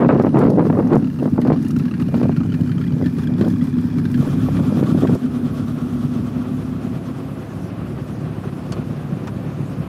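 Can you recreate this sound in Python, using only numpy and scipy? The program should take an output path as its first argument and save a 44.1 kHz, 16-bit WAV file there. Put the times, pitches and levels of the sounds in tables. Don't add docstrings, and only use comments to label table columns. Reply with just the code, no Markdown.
import sys
import numpy as np
from scipy import signal
from scipy.fft import rfft, irfft, next_fast_len
from scipy.io import wavfile
from scipy.ndimage import uniform_filter1d, minimum_filter1d, map_coordinates

SR = 44100
rng = np.random.default_rng(int(sys.argv[2]) if len(sys.argv) > 2 else 0)


def decibels_to_gain(level_db):
    exponent = np.asarray(level_db, float) / 20
    return 10 ** exponent


def output_pcm(signal):
    pcm = np.clip(np.atleast_2d(signal).T, -1, 1) * 32767
    wavfile.write(sys.argv[1], SR, np.round(pcm).astype(np.int16))


N = 435708
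T = np.arange(N) / SR
CABIN_IN_S, REAR_OUT_S = 4.175, 5.17
REAR, CABIN = T < REAR_OUT_S, T > CABIN_IN_S
BOTH = np.sqrt(1. * REAR + CABIN)
REAR_HZ, CABIN_HZ = 34.61, 35.16

# start [s], peak [dB], low and high whistle [Hz].
SPIT_EVENTS = [(0.043, -40.5, 1120, 2150), (0.086, -23.5, 1200, 2630), (0.1253, -28.5, 1324, 2700),
               (0.1935, -31, 1100, 2230), (0.2637, -35.5, 1235, 2730), (0.464, -28, 1330, 2340),
               (0.5912, -28.5, 1190, 2270), (0.9323, -29.5, 1060, 2440), (1.4166, -31.5, 1865, 2820),
               (1.472, -29, 1180, 2470), (1.5196, -20.5, 1036, 2300), (1.796, -30.5, 1330, 2700),
               (1.8545, -32, 1120, 2570), (1.939, -31.5, 1596, 2700), (1.9979, -29.5, 1240, 2430),
               (2.142, -29.5, 1300, 2400), (2.2291, -28, 1190, 2610), (2.364, -29, 1370, 2420),
               (2.54, -30, 1700, 2610), (2.7159, -31.5, 1720, 3120), (2.8132, -29.5, 1376, 3040),
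               (3.0592, -27, 1750, 3230), (3.186, -31, 1236, 3280), (3.4112, -26, 1113, 3100),
               (3.9833, -30.5, 1170, 2210), (4.053, -29, 1600, 3680), (4.142, -27.5, 1630, 3200),
               (4.568, -29.5, 1180, 2500), (4.835, -31.5, 1450, 2510), (5.0716, -27, 1565, 3280)]
# frequency [Hz], level [dB].
HISS_COLOUR = [(2650, -7.5), (4500, 3), (5400, 5), (5960, 4), (7970, -0.5), (9760, 2), (11500, 0.5),
               (12600, 0.5), (15600, -11.5)]


def unit(x):
    return x / np.sqrt(np.mean(x ** 2) + 1e-20)


def curves(rows):
    s, *cols = np.transpose(rows)
    return [np.interp(T, s, c) for c in cols]


def wobble(rate_hz):
    coarse = T[::32]
    knots = rng.standard_normal(int(N * rate_hz / SR) + 4)
    return np.interp(T, coarse, map_coordinates(knots, [coarse * rate_hz]))


def filtered(x, response):
    m = next_fast_len(N + SR // 2)
    return irfft(rfft(x, m) * response(np.fft.rfftfreq(m, 1 / SR)), m)[:N]


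def ringing(x, modes):
    def response(f):
        total = 0
        for k, (centre, width, db) in enumerate(modes):
            damping = 1j * f * width
            total = total + (-1) ** k * decibels_to_gain(db) * damping / (centre * centre - f * f + damping)
        return total
    return filtered(x, response)


def shaped(x, spectrum):
    f, db = np.transpose(spectrum)
    return filtered(x, lambda hz: decibels_to_gain(np.interp(np.log(hz + 1), np.log(f), db)))


def noise(spectrum):
    return unit(shaped(rng.standard_normal(N), spectrum))


def patchy(x, depth_db):
    z = signal.stft(x, nperseg=512)[2]
    field = uniform_filter1d(rng.standard_normal(z.shape), size=14, axis=0)
    field = uniform_filter1d(field, size=6, axis=1)
    return unit(signal.istft(z * decibels_to_gain(depth_db * unit(field)), nperseg=512)[1][:N])


def pulses(times_s, sizes):
    return np.bincount(np.clip(np.round(times_s * SR).astype(int), 0, N - 1), sizes, N)


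def dying(x, t60):
    return signal.lfilter([1], [1, -decibels_to_gain(-60 / (t60 * SR))], x)


def swells(rows, rise, fall):
    s, length, db = np.transpose(rows)[:3, ..., None]
    coarse = T[::64]
    below_db = rise * np.maximum(s - coarse, 0) + fall * np.maximum(coarse - s - length, 0)
    return coarse, decibels_to_gain(db - below_db)


def firings(bank_hz, first, lag, far_db, scatter_db, jitter):
    beats = np.arange(int(36 * N / SR))
    near = first + beats / bank_hz + 0.002074 * np.interp(beats / bank_hz, T, wobble(2.2))
    chance = rng.standard_normal((len(beats), 4))
    one = pulses(near + jitter * chance[:, 0], decibels_to_gain(scatter_db * chance[:, 1]))
    far = near + lag / bank_hz + jitter * chance[:, 2]
    other = pulses(far, decibels_to_gain(far_db + scatter_db * chance[:, 3]))
    return unit(one + other)


def engine_levels(gust_db):
    # time [s], nearness to the exhaust [dB], facing the tail pipe [dB].
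    camera_path = [(0, -22, 2), (.5, -28.5, 10.5), (.8, -21.5, 0.5), (.95, -22.5, 10), (1.12, -23, 0.5),
                   (1.5, -28, 8.5), (1.7, -25, 5.5), (2.2, -22.5, 3), (2.9, -23.5, 0), (3.5, -23, 4.5),
                   (3.93, -26.5, 3.5), (4.2, -21.5, 3), (5.14, -19.5, 3), (5.2, -40, 12.5),
                   (5.3, -26.5, 6.5), (6.5, -27.5, 4), (7.6, -29, -2.5), (9.88, -27.5, -4)]
    # start [s], length [s], lift of the hiss [dB].
    swish_events = [(.205, 0.031, -0.5), (.37, 0.1, 12), (.658, 0.02, 10.5), (.93, 0.048, 7),
                    (1.23, 0.036, 8.5), (1.402, 0.3, 2.5), (1.617, 0.1, 5.5), (1.753, 0.13, 4),
                    (2.01, 0.012, 10.5), (2.154, 0.059, 10), (2.53, 0.022, 5), (2.8, 0.077, 4.5),
                    (3.054, 0.05, 3), (3.176, 0.066, 10.5), (3.381, 0.14, 9.5), (3.629, 0.071, 9.5),
                    (3.772, 0.12, 5), (3.97, 0.026, 10), (4.04, 0.3, 4.5), (5.12, 0.025, 2.5)]
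    boom_db, facing_db = curves(camera_path)
    pipe_db = boom_db + facing_db
    calm_db = -26
    swing_db = uniform_filter1d(pipe_db, size=SR // 2) - calm_db
    coarse, gains = swells(swish_events, rise=800, fall=790)
    lift_db = 0.52 * np.interp(T, coarse, 20 * np.log10(np.maximum(gains.max(axis=0), 1)))
    gear_db = np.where(REAR, -41.5, -43) + np.where(REAR, 0.026, -0.14) * swing_db + lift_db
    hiss_db = np.where(REAR, -60, -56.5) + 0.24 * swing_db * ~REAR + lift_db
    excess_db = np.maximum(gust_db + 28.5, 0)
    hiss_db -= 0.069 * uniform_filter1d(excess_db, size=SR // 10) * REAR
    overlap_db = 4
    return boom_db, pipe_db, gear_db, hiss_db + overlap_db * (REAR & CABIN)


def exhaust(rear, cabin, boom_db, pipe_db):
    # frequency [Hz], width [Hz], level [dB].
    boom_modes = [(77.8, 27, -23), (100.4, 43, -7.5), (137.1, 24.4, 2), (168.8, 36.4, 3)]
    pipe_modes = [(221, 42, -1.5), (255.1, 46.8, 1), (329.4, 158, -12), (379, 140, -20.5)]
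    cabin_boom_modes = [(68.8, 12, -10), (111.3, 60, -7), (149.8, 22, 2.5), (183, 42.5, 2),
                        (246.5, 177, -3.5)]
    cabin_pipe_modes = [(228.3, 58, -5), (248.2, 39.3, 0), (306, 20.6, -21), (377, 49, -16)]
    # start [s], peak [dB].
    rear_lumps = [(0.055, -2), (0.186, -9), (0.234, -12), (0.273, -15.5), (0.357, -7.5), (0.446, 2),
                  (0.52, -11.5), (0.705, -20), (0.746, -11.5), (0.822, -21), (1.249, -20.5), (1.278, -15),
                  (1.322, -1.5), (1.433, -7.5), (1.473, -0.5), (1.598, -6), (1.65, -7), (1.696, -12),
                  (1.729, -6.5), (1.795, -10.5), (2.011, -4), (2.142, -10.5), (2.229, -4), (2.366, -7),
                  (2.405, -6.5), (2.46, -12), (2.604, -5.5), (2.698, -10.5), (2.756, -8), (2.92, -8.5),
                  (3.012, -5.5), (3.056, -5.5), (3.184, -5.5), (3.267, -11), (3.308, -12), (3.402, -8.5),
                  (3.503, -11.5), (3.616, -10.5), (3.772, -6.5), (3.84, -11), (3.964, -5.5), (4.051, -5),
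                  (4.188, 1.5), (4.566, -6), (4.669, -5), (4.73, -12), (4.909, -1.5), (5.015, -11.5),
                  (5.114, 1)]
    cabin_lumps = [(5.237, -5.5), (5.388, -9), (5.495, -14), (5.912, -9.5), (5.953, -8.5), (6.036, -6),
                   (6.096, -20), (6.148, -6), (6.193, -5), (6.387, -6.5), (6.498, -15.5), (6.711, -12.5),
                   (6.837, -11.5), (6.871, -19), (6.949, -10), (7.097, -14), (7.238, -18), (7.551, -16.5),
                   (7.63, -14.5), (7.714, -16), (7.803, -19), (7.942, -18.5), (8.005, -14.5),
                   (8.087, -16.5), (8.23, -15.5), (8.37, -19.5), (8.551, -19), (8.578, -17), (8.698, -13.5),
                   (8.782, -13), (8.894, -17), (9.112, -13.5), (9.156, -16.5), (9.236, -20.5),
                   (9.355, -15.5), (9.591, -17.5), (9.706, -19), (9.79, -16)]
    # multiple of a bank's rate, rear level [dB], cabin level [dB].
    hum_orders = [(2, -37, -26), (3, -11, -19.5), (4, -11.5, -9.5), (5, -8.5, -20.5)]
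    s, db = np.transpose(SPIT_EVENTS)[:2]
    strong = decibels_to_gain(25.5) * pulses(s, decibels_to_gain(db + 35.0) ** 0.24)
    rear = -(rear + strong + lumps_of(rear_lumps, pipe_db)) + 0.35 * rng.standard_normal(N)
    cabin = cabin + lumps_of(cabin_lumps, pipe_db) + 0.41 * rng.standard_normal(N)

    def dull(x):
        return unit(filtered(x, lambda f: 1 / (1 + 1j * f / 420) ** 3))

    boom = dull(ringing(rear, boom_modes)) * REAR + dull(ringing(cabin, cabin_boom_modes)) * CABIN
    pipe = dull(ringing(rear, pipe_modes)) * REAR + dull(ringing(cabin, cabin_pipe_modes)) * CABIN
    orders, rear_db, cabin_db = np.transpose(hum_orders)
    hum = shake(REAR_HZ, orders, rear_db) * REAR + shake(CABIN_HZ, orders, cabin_db) * CABIN
    steady_db = uniform_filter1d(boom_db, size=SR // 2)
    mix = decibels_to_gain(boom_db) * boom + decibels_to_gain(pipe_db) * (.8 * pipe + drone()) + decibels_to_gain(steady_db) * hum
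    return mix / BOTH


def lumps_of(rows, pipe_db):
    s, db = np.transpose(rows)
    return pulses(s, decibels_to_gain(17 + db - np.interp(s, T, pipe_db)))


def drone():
    hz = 247.9 + 7.5 * (wobble(3) + 0.4005 * wobble(25))
    return decibels_to_gain(-4.5 + wobble(15)) * np.sin(2 * np.pi * np.cumsum(hz) / SR)


def shake(bank_hz, orders, levels_db):
    turn = 2 * np.pi * bank_hz * T + 0.44 * wobble(3)
    return sum(decibels_to_gain(db) * np.sin(order * turn) for order, db in zip(orders, levels_db))


def spits():
    # frequency [Hz], width [Hz], level [dB].
    nozzle_modes = [(1550, 320, 8.5), (2700, 1030, -0.5), (4270, 740, -2)]
    s, db = np.transpose(SPIT_EVENTS)[:2]
    high_db = -37 + 6 * rng.standard_normal(len(s))
    nozzle = unit(ringing(rng.standard_normal(N), nozzle_modes))
    jet = nozzle * dying(pulses(s, decibels_to_gain(db - 7.0)), t60=0.063)
    hiss_size = dying(pulses(s, decibels_to_gain(db + high_db - 18.0)), t60=.05)
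    jet += noise(HISS_COLOUR) * uniform_filter1d(hiss_size, size=90)
    t = T[:SR // 20]
    for at_s, level_db, low_hz, high_hz in SPIT_EVENTS:
        flutter = np.cumsum(rng.normal(0, 0.08, (2, len(t))), axis=1)
        low = decibels_to_gain(level_db - 4.0 - 60 * t / 0.074) * np.sin(2 * np.pi * low_hz * t + flutter[0])
        high = decibels_to_gain(level_db - 10.5 - 60 * t / 0.045) * np.sin(2 * np.pi * high_hz * t + flutter[1])
        jet[round(at_s * SR):][:len(t)] += (low + high) * (1 - np.exp(-t / 0.00034))
    return jet


def spatter(rear):
    # time [s], comb pitch [Hz].
    comb_path = [(1, 1334), (2.3, 1390), (3.1, 1632), (5.2, 1686)]
    # multiple of the comb pitch, level [dB].
    whistle_parts = [(1, 3.5), (2.02, -2.5), (3, -11.5), (4.3, -19)]
    # start [s], peak [dB], whistle [Hz].
    crack_events = [(1.0427, -28, 1250), (1.07, -32, 1240), (1.0999, -32, 1740), (1.1883, -29, 1240),
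                    (1.6482, -31, 1300), (1.6656, -30, 1640), (1.7045, -28, 1200), (1.763, -41.5, 1110),
                    (1.8243, -36, 1700), (1.882, -30, 1640), (1.9115, -24.5, 1260), (2.0217, -26, 1190),
                    (2.084, -32, 1390), (2.317, -30, 1520), (2.4038, -28, 1300), (2.4329, -28.5, 1420),
                    (2.5203, -26, 1375), (2.6075, -31, 1560), (2.694, -29, 1257), (2.7806, -27, 1270),
                    (2.8404, -30.5, 1760), (3.042, -29.5, 1740), (3.234, -30.5, 1610), (3.272, -25, 1570),
                    (3.446, -26, 1374), (3.5014, -30, 1770), (3.5593, -31, 1145), (3.6168, -29, 1260),
                    (3.7834, -30, 1470), (3.9225, -36, 1080)]
    fired = np.flatnonzero(rear[:round(REAR_OUT_S * SR)])
    s, db, own_hz = np.transpose(crack_events)
    at_s = np.concatenate([fired / SR, s])
    comb = np.interp(at_s, *np.transpose(comb_path))[:, None]
    pitch = np.concatenate([comb[:len(fired), 0], own_hz])[:, None]
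    loose = np.concatenate([np.ones(len(fired)), np.full(len(s), .3)])[:, None]
    at = np.concatenate([fired, np.round(s * SR).astype(int)])
    fired_db = -45.5 + 30 * np.log10(rear[fired] / rear[fired].mean())
    level_db = np.concatenate([fired_db, db - 4])[:, None]
    t, out = T[:SR // 60], np.zeros(N)
    flutter = np.cumsum(rng.normal(0, .055, (len(at), len(t))), axis=1)
    place = (at[:, None] + np.arange(len(t))).ravel()
    for k, (multiple, own_db) in enumerate(whistle_parts):
        chance = rng.standard_normal((len(at), 2))
        base_hz, spread = (comb, .035) if k else (pitch, .1)
        hz = multiple * base_hz * np.exp(spread * loose * chance[:, :1])
        size = decibels_to_gain(level_db + own_db + 3.6 * loose * chance[:, 1:] - 60 * t / 0.026)
        size = size * (1 - np.exp(-t / 0.0013))
        whistle = size * np.sin(2 * np.pi * hz * t + multiple * flutter)
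        out += np.bincount(place, whistle.ravel(), N)
    return out


def belt():
    # frequency [Hz], width [Hz], level [dB].
    belt_modes = [(2400, 150, 0)]
    # time [s], level [dB].
    belt_path = [(.6, -9.5), (2.0, 5.5)]
    level_db = -61 + curves(belt_path)[0] + 0.88 * wobble(5.9)
    return decibels_to_gain(level_db) * unit(ringing(rng.standard_normal(N), belt_modes)) * REAR


def valve_gear(rear, pipe_db, gear_db, hiss_db):
    # frequency [Hz], level [dB].
    rear_colour = [(240, -6), (400, 5), (459, -9.5), (664, -14), (874, -10.5), (1630, -13), (2100, -19),
                   (2390, -36), (2740, -25), (5000, -26.5), (6500, -38), (11000, -120)]
    cabin_colour = [(210, -14.5), (350, 0), (374, 2), (423, -6.5), (511, -5), (577, -8), (682, -7.5),
                    (901, -15), (1110, -13), (2220, -25), (2510, -23.5), (5000, -39), (6500, -74),
                    (11000, -120)]
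    # frequency [Hz], width [Hz], level [dB].
    tappet_modes = [(1120, 30, 6.5), (1330, 164, 2), (2540, 140, -13), (3220, 600, -11.5)]
    beat = (1 + 0.74 * unit(dying(rear, t60=0.056))) * decibels_to_gain(0.67 * wobble(9.7))
    depth_db = (1.4 + .7 * wobble(4)) * np.interp(T, [6.3, 7.5], [1, .45])
    cycle = decibels_to_gain(depth_db * np.cos(np.pi / 2 * 34.9 * (T - .082)))
    gear = unit(beat * noise(rear_colour)) * REAR
    gear += decibels_to_gain(6.5) * unit(cycle ** 0.85 * decibels_to_gain(1.4 * wobble(45)) * noise(cabin_colour)) * CABIN
    hiss = unit(beat ** 0.26 * decibels_to_gain(.7 * wobble(36))) * REAR + unit(cycle * decibels_to_gain(wobble(11))) * CABIN
    hiss = hiss * patchy(noise(HISS_COLOUR), depth_db=2.1)
    ticks = cycle ** 2 * decibels_to_gain(1.8 * wobble(60)) * rng.standard_normal(N)
    tappets = unit(ringing(ticks, tappet_modes))
    open_door_db = uniform_filter1d(pipe_db, size=SR // 3)
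    clatter = (decibels_to_gain(gear_db) * gear + decibels_to_gain(hiss_db) * hiss) / BOTH
    return clatter + decibels_to_gain(open_door_db - 24.5) * tappets * CABIN


def gusts():
    gust_events = [(0, 0.034, -14.5, 13.5), (0.101, 0.04, -13.5, 10), (0.185, 0.1, -33, 11),
                   (0.348, .14, -18.5, 8.5), (0.492, 0.038, -17.5, -34), (0.58, 0.036, -14, -6),
                   (0.698, 0.13, -22, 2.5), (0.898, 0.065, -18.5, 6), (0.993, 0.075, -40, -9),
                   (1.221, 0.028, -23, -6), (1.364, 0.024, -32, 5), (1.452, 0.077, -20.5, 0.5),
                   (2.139, 0.03, -22.5, -12), (2.228, 0.042, -26.5, 4), (2.574, 0.069, -43.5, -6),
                   (2.783, 0.018, -35.5, -9), (2.934, 0.026, -32, -15), (3.008, 0.018, -23.5, -30),
                   (3.305, 0.014, -33, 8), (3.406, 0.049, -22.5, -10), (4.222, 0.13, -41, 6),
                   (4.574, 0.052, -36, 10), (4.713, 0.097, -31, 3.5), (4.853, 0.13, -32.5, -2),
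                   (5.022, 0.25, -34, 3)]
    reach_grows = 0.28
    coarse, gains = swells(gust_events, rise=690, fall=400)
    strength = gains.sum(axis=0) + decibels_to_gain(-43)
    strength_db = 20 * np.log10(strength)
    _, _, top_db, reach_db = np.transpose(gust_events)
    reach_db = (reach_db - reach_grows * top_db) @ gains / strength
    reach_db = reach_db + reach_grows * strength_db * gains.sum(axis=0) / strength
    return np.interp(T, coarse, strength_db), np.interp(T, coarse, reach_db)


def wind(gust_db, reach_db):
    # start [s], peak [dB], brightness [dB].
    tail_eddies = [(0.016, -19, 17), (0.045, -13, 12), (0.058, -15, 6), (0.089, -6.5, 20),
                   (0.097, -20, 29.5), (0.125, -12, 1), (0.154, -8.5, -5), (0.196, -10, 7), (0.206, -14, 6),
                   (0.235, -18, 3), (0.245, -14, 13), (0.265, -9, 9), (0.275, -26, 0), (0.342, -11.5, -2),
                   (0.355, -11.5, 10.5), (0.368, -6, 13.5), (0.399, -15.5, -9), (0.424, -12.5, 7.5),
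                   (0.449, -10.5, 10), (0.467, -10.5, 13.5), (0.501, -14, -10), (0.572, -6.5, -6),
                   (0.592, -4, 6.5), (0.605, -15.5, 8.5), (0.622, -21, 5), (0.651, -16, 6), (0.665, -16, 0),
                   (0.698, -9.5, 2), (0.725, -22, 10), (0.748, -19, 4.5), (0.786, -13.5, 1.5),
                   (0.797, -18, 0), (0.868, -24, 6), (0.904, -26.5, 12), (0.917, -17.5, 0),
                   (0.944, -18.5, 11), (0.956, -19, -6), (0.963, -14.5, -1.5), (1.223, -19.5, -8),
                   (1.254, -24, 11), (1.274, -14, -4), (1.377, -22, 8.5), (1.387, -5.5, -9),
                   (1.453, -25.5, -4), (1.478, -19, -7), (1.499, -12.5, 7.5), (1.544, -29, 1.5)]
    flank_eddies = [(2.086, -22.5, -13), (2.144, -17, -10), (2.214, -30, -10), (2.229, -17, -11),
                    (2.251, -14, -11), (2.293, -17, -8), (2.41, -25, 6), (2.449, -28, -6),
                    (3.010, -31, -20), (3.387, -27.5, -12), (3.409, -19.5, 0), (3.464, -24, -14),
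                    (3.478, -30.5, -15), (4.484, -20, 6), (4.588, -20.5, -5), (4.699, -26, -1),
                    (4.808, -30, 1), (4.826, -18.5, 4), (4.915, -26, -1), (4.946, -18, -14),
                    (4.973, -18.5, -6), (5.021, -27, 2), (5.033, -14.5, -8), (5.047, -11.5, 0),
                    (5.092, -15.5, -2), (5.151, -14, -18)]
    # start [s], peak [dB].
    slap_events = [(0.02, -17), (0.0907, -11.5), (.128, -22.5), (.156, -15.5), (0.5992, -18), (0.9588, -15),
                   (0.9671, -11), (1.5202, -4), (2.1436, -22.5), (2.2155, -25.5), (2.2949, -23.5),
                   (3.479, -30), (0.357, -17.5), (3.0144, -31.5), (5.051, -25.5)]
    # frequency [Hz], level [dB].
    buffet_colour = [(60, -50), (130, 3.5), (260, 7), (430, 1), (700, -9.5), (1050, -16.5), (2000, -34.5),
                     (3500, -52), (6000, -77.5)]
    s, db, bright_db = np.transpose(tail_eddies + flank_eddies)
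    slap_s, slap_db = np.transpose(slap_events)
    slaps = pulses(slap_s, decibels_to_gain(slap_db + 33.5))
    air = rng.standard_normal(N)
    scale = 1 / np.std(shaped(air, buffet_colour))

    def treble(x):
        return filtered(x, lambda f: (f / 750) ** 3 / (1 + (f / 750) ** 3))

    def burst(size):
        swell = dying(pulses(s + 0.0022, size * decibels_to_gain(5)), t60=0.032)
        return uniform_filter1d(swell, size=170) * air - pulses(s + 0.003043, size * decibels_to_gain(23))

    tumble = unit(decibels_to_gain(11 * np.tanh(.25 * wobble(40) + .5 * wobble(160))))
    low = scale * shaped(decibels_to_gain(gust_db + 2.0) * tumble * air * REAR, buffet_colour)
    body = shaped(burst(decibels_to_gain(db)) - slaps, buffet_colour)
    edge = shaped(burst(decibels_to_gain(db) * (decibels_to_gain(bright_db) - 1)) - decibels_to_gain(-8) * slaps, buffet_colour)
    return low + (decibels_to_gain(reach_db) - 1) * treble(low) + scale * (body + treble(edge))


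def snaps():
    # start [s], peak [dB], lean to the treble [dB].
    snap_events = [(0.0892, -38, 2), (0.1276, -43, 2), (0.193, -44, -1), (0.2094, -40, -0.5),
                   (0.2214, -35, -6), (0.3631, -37, 4), (0.388, -30.5, 0.5), (0.4479, -38, 1),
                   (0.5003, -30.5, -3.5), (0.8719, -37.5, -6.5), (0.9168, -41, 0.5), (0.9383, -46, 1),
                   (0.9532, -28, -2.5), (1.072, -45, -3), (1.0994, -46, 2), (1.2341, -45, -2),
                   (1.2974, -41, 1.5), (1.4127, -33, 1.5), (1.474, -39.5, -3), (1.6242, -35, 0),
                   (1.6477, -37, -1), (1.6816, -30.5, 0), (1.707, -28.5, -4), (1.7629, -33, 0),
                   (1.7858, -30.5, -3), (1.8532, -45, 1), (1.9121, -48, -3), (1.9984, -45, 0),
                   (2.0158, -37.5, 2), (2.0837, -37, -2), (2.161, -39, 3), (2.2288, -42, 5),
                   (2.366, -42, 5), (2.4603, -42.5, -0.5), (2.5381, -46, 4), (2.609, -36.5, -0.5),
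                   (2.7886, -43, 0), (3.0604, -37, 1.5), (3.1832, -34, -3), (3.4077, -38.5, 1),
                   (3.4805, -35.5, 3), (3.5004, -39, 3), (3.5813, -40.5, 0), (3.6381, -38, 2),
                   (3.7768, -41, -3), (3.8087, -38, 2), (3.9818, -37, 0), (4.0527, -42, 3),
                   (4.1135, -34, 2), (4.1739, -44, 0), (4.9107, -39, 0), (5.1477, -29, -1)]
    s, db, lean_db = np.transpose(snap_events)
    hiss = noise(HISS_COLOUR)
    top = filtered(hiss, lambda f: 1 / (1 + (6200 / (f + 1)) ** 6))

    def envelope(level_db):
        return uniform_filter1d(dying(pulses(s + 0.0012, decibels_to_gain(level_db - 10)), t60=0.036), size=130)

    return envelope(db - lean_db) * (hiss - top) + envelope(db + lean_db) * top


def handling():
    # start [s], peak [dB], low part [dB].
    tap_events = [
        (8.7217, -24, -10),
        (9.2731, -26.5, -3.5),
    ]
    # frequency [Hz], level [dB].
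    scratch_colours = [
        [(1060, -40), (1800, -18), (2790, -6), (3310, 2), (3930, -23), (4320, 6), (4960, -7), (7110, -9.5),
         (14000, -29.5)],
        [(710, -23), (1200, 1.5), (1700, -16), (3250, -10), (3830, -15.5), (6680, -17), (11300, -43),
         (13200, -48), (14000, -50)],
    ]
    s, db, low_db = np.transpose(tap_events)
    scratch = np.zeros(N)
    for k, colour in enumerate(scratch_colours):
        scratch += noise(colour) * dying(pulses(s[k:k + 1], decibels_to_gain(db[k:k + 1] - 7.0)), t60=0.059)
    thud = noise([(400, 4.0), (900, 9.0), (1500, 3.0), (3000, -15.0), (5000, -43.5)])
    thud_size = dying(pulses(s, decibels_to_gain(db + low_db + 5.5)), t60=0.072)
    knock = thud * uniform_filter1d(thud_size, size=500)
    shell = ringing(pulses(s[1:] + 0.0055, decibels_to_gain(db[1:] + 34.5)), [(1300, 120, 0)])
    return scratch + knock + shell


def thumps():
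    # time [s], level [dB].
    thump_events = [(.08, -40), (.2, -39), (.47, -41), (.95, -27), (4.18, -35), (4.28, -34), (5.15, -30),
                    (9.86, -50)]
    s, db = np.transpose(thump_events)
    t = T[:SR // 10] - T[SR // 20]
    push = decibels_to_gain(-9 * (t / 0.012) ** 2) * np.cos(2 * np.pi * 22 * t)
    return signal.oaconvolve(pulses(s, decibels_to_gain(db)), push, "same")


def background():
    rumble_db = np.where(REAR, -60, -72) + 3 * wobble(6)
    rumble = decibels_to_gain(rumble_db) * noise([(10, -6), (60, 3), (120, -27)])
    return rumble + decibels_to_gain(-81) * np.sin(2 * np.pi * 15000.1 * T)


def scene():
    rear = firings(REAR_HZ, first=0.00157, lag=0.4043, far_db=-1.5, scatter_db=3.0, jitter=0.001)
    cabin = firings(CABIN_HZ, first=0.01004, lag=0.3483, far_db=-2.5, scatter_db=3.0, jitter=0.001)
    gust_db, reach_db = gusts()
    boom_db, pipe_db, gear_db, hiss_db = engine_levels(gust_db)
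    engine = exhaust(rear, cabin, boom_db, pipe_db) + spits() + spatter(rear) + belt()
    engine += valve_gear(rear, pipe_db, gear_db, hiss_db)
    air = engine + wind(gust_db, reach_db) + snaps() + handling()
    cut = filtered(air, lambda f: (1j * f / 63) ** 8 / (1 + 1j * f / 63 - (f / 63) ** 2) ** 4)
    return (cut + thumps() + background())[None]


def gated_treble(x):
    # frequency [Hz], limit [dB].
    gate_limits = [(4000, -16), (7300, -9), (9500, -10), (13000, -6.5), (14500, -4.5), (15750, -2)]
    hz, _, z = signal.stft(x, SR, nperseg=2048)
    power = np.abs(z) ** 2 + 1e-20
    band_db = 10 * np.log10(uniform_filter1d(power, size=9, axis=0))
    loud_db = 10 * np.log10(uniform_filter1d(power.sum(axis=0), size=5))
    edge_hz, edge_db = np.transpose(gate_limits)
    limit_db = np.interp(hz, edge_hz, edge_db, left=-99, right=99)[:, None]
    limit_db = limit_db + 0.41 * (loud_db - loud_db.mean())
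    usual_db = np.median(band_db, axis=1)[:, None]
    return signal.istft(z * (band_db - usual_db > limit_db), nperseg=2048)[1][:N]


def band_limit(x):
    return signal.sosfilt(signal.butter(12, 15720, fs=SR, output="sos"), x)


def record(dry):
    ceiling = .71
    need = np.minimum(1, ceiling / (np.abs(dry[0]) + 1e-9))
    gain = uniform_filter1d(minimum_filter1d(need, size=401), size=201)
    ends = np.minimum(1, np.minimum(N - np.arange(N), np.arange(N)) / 150)
    mix = gated_treble(dry[0]) * gain * ends
    return band_limit(mix[None])


dry = scene()
out = record(dry)
output_pcm(out)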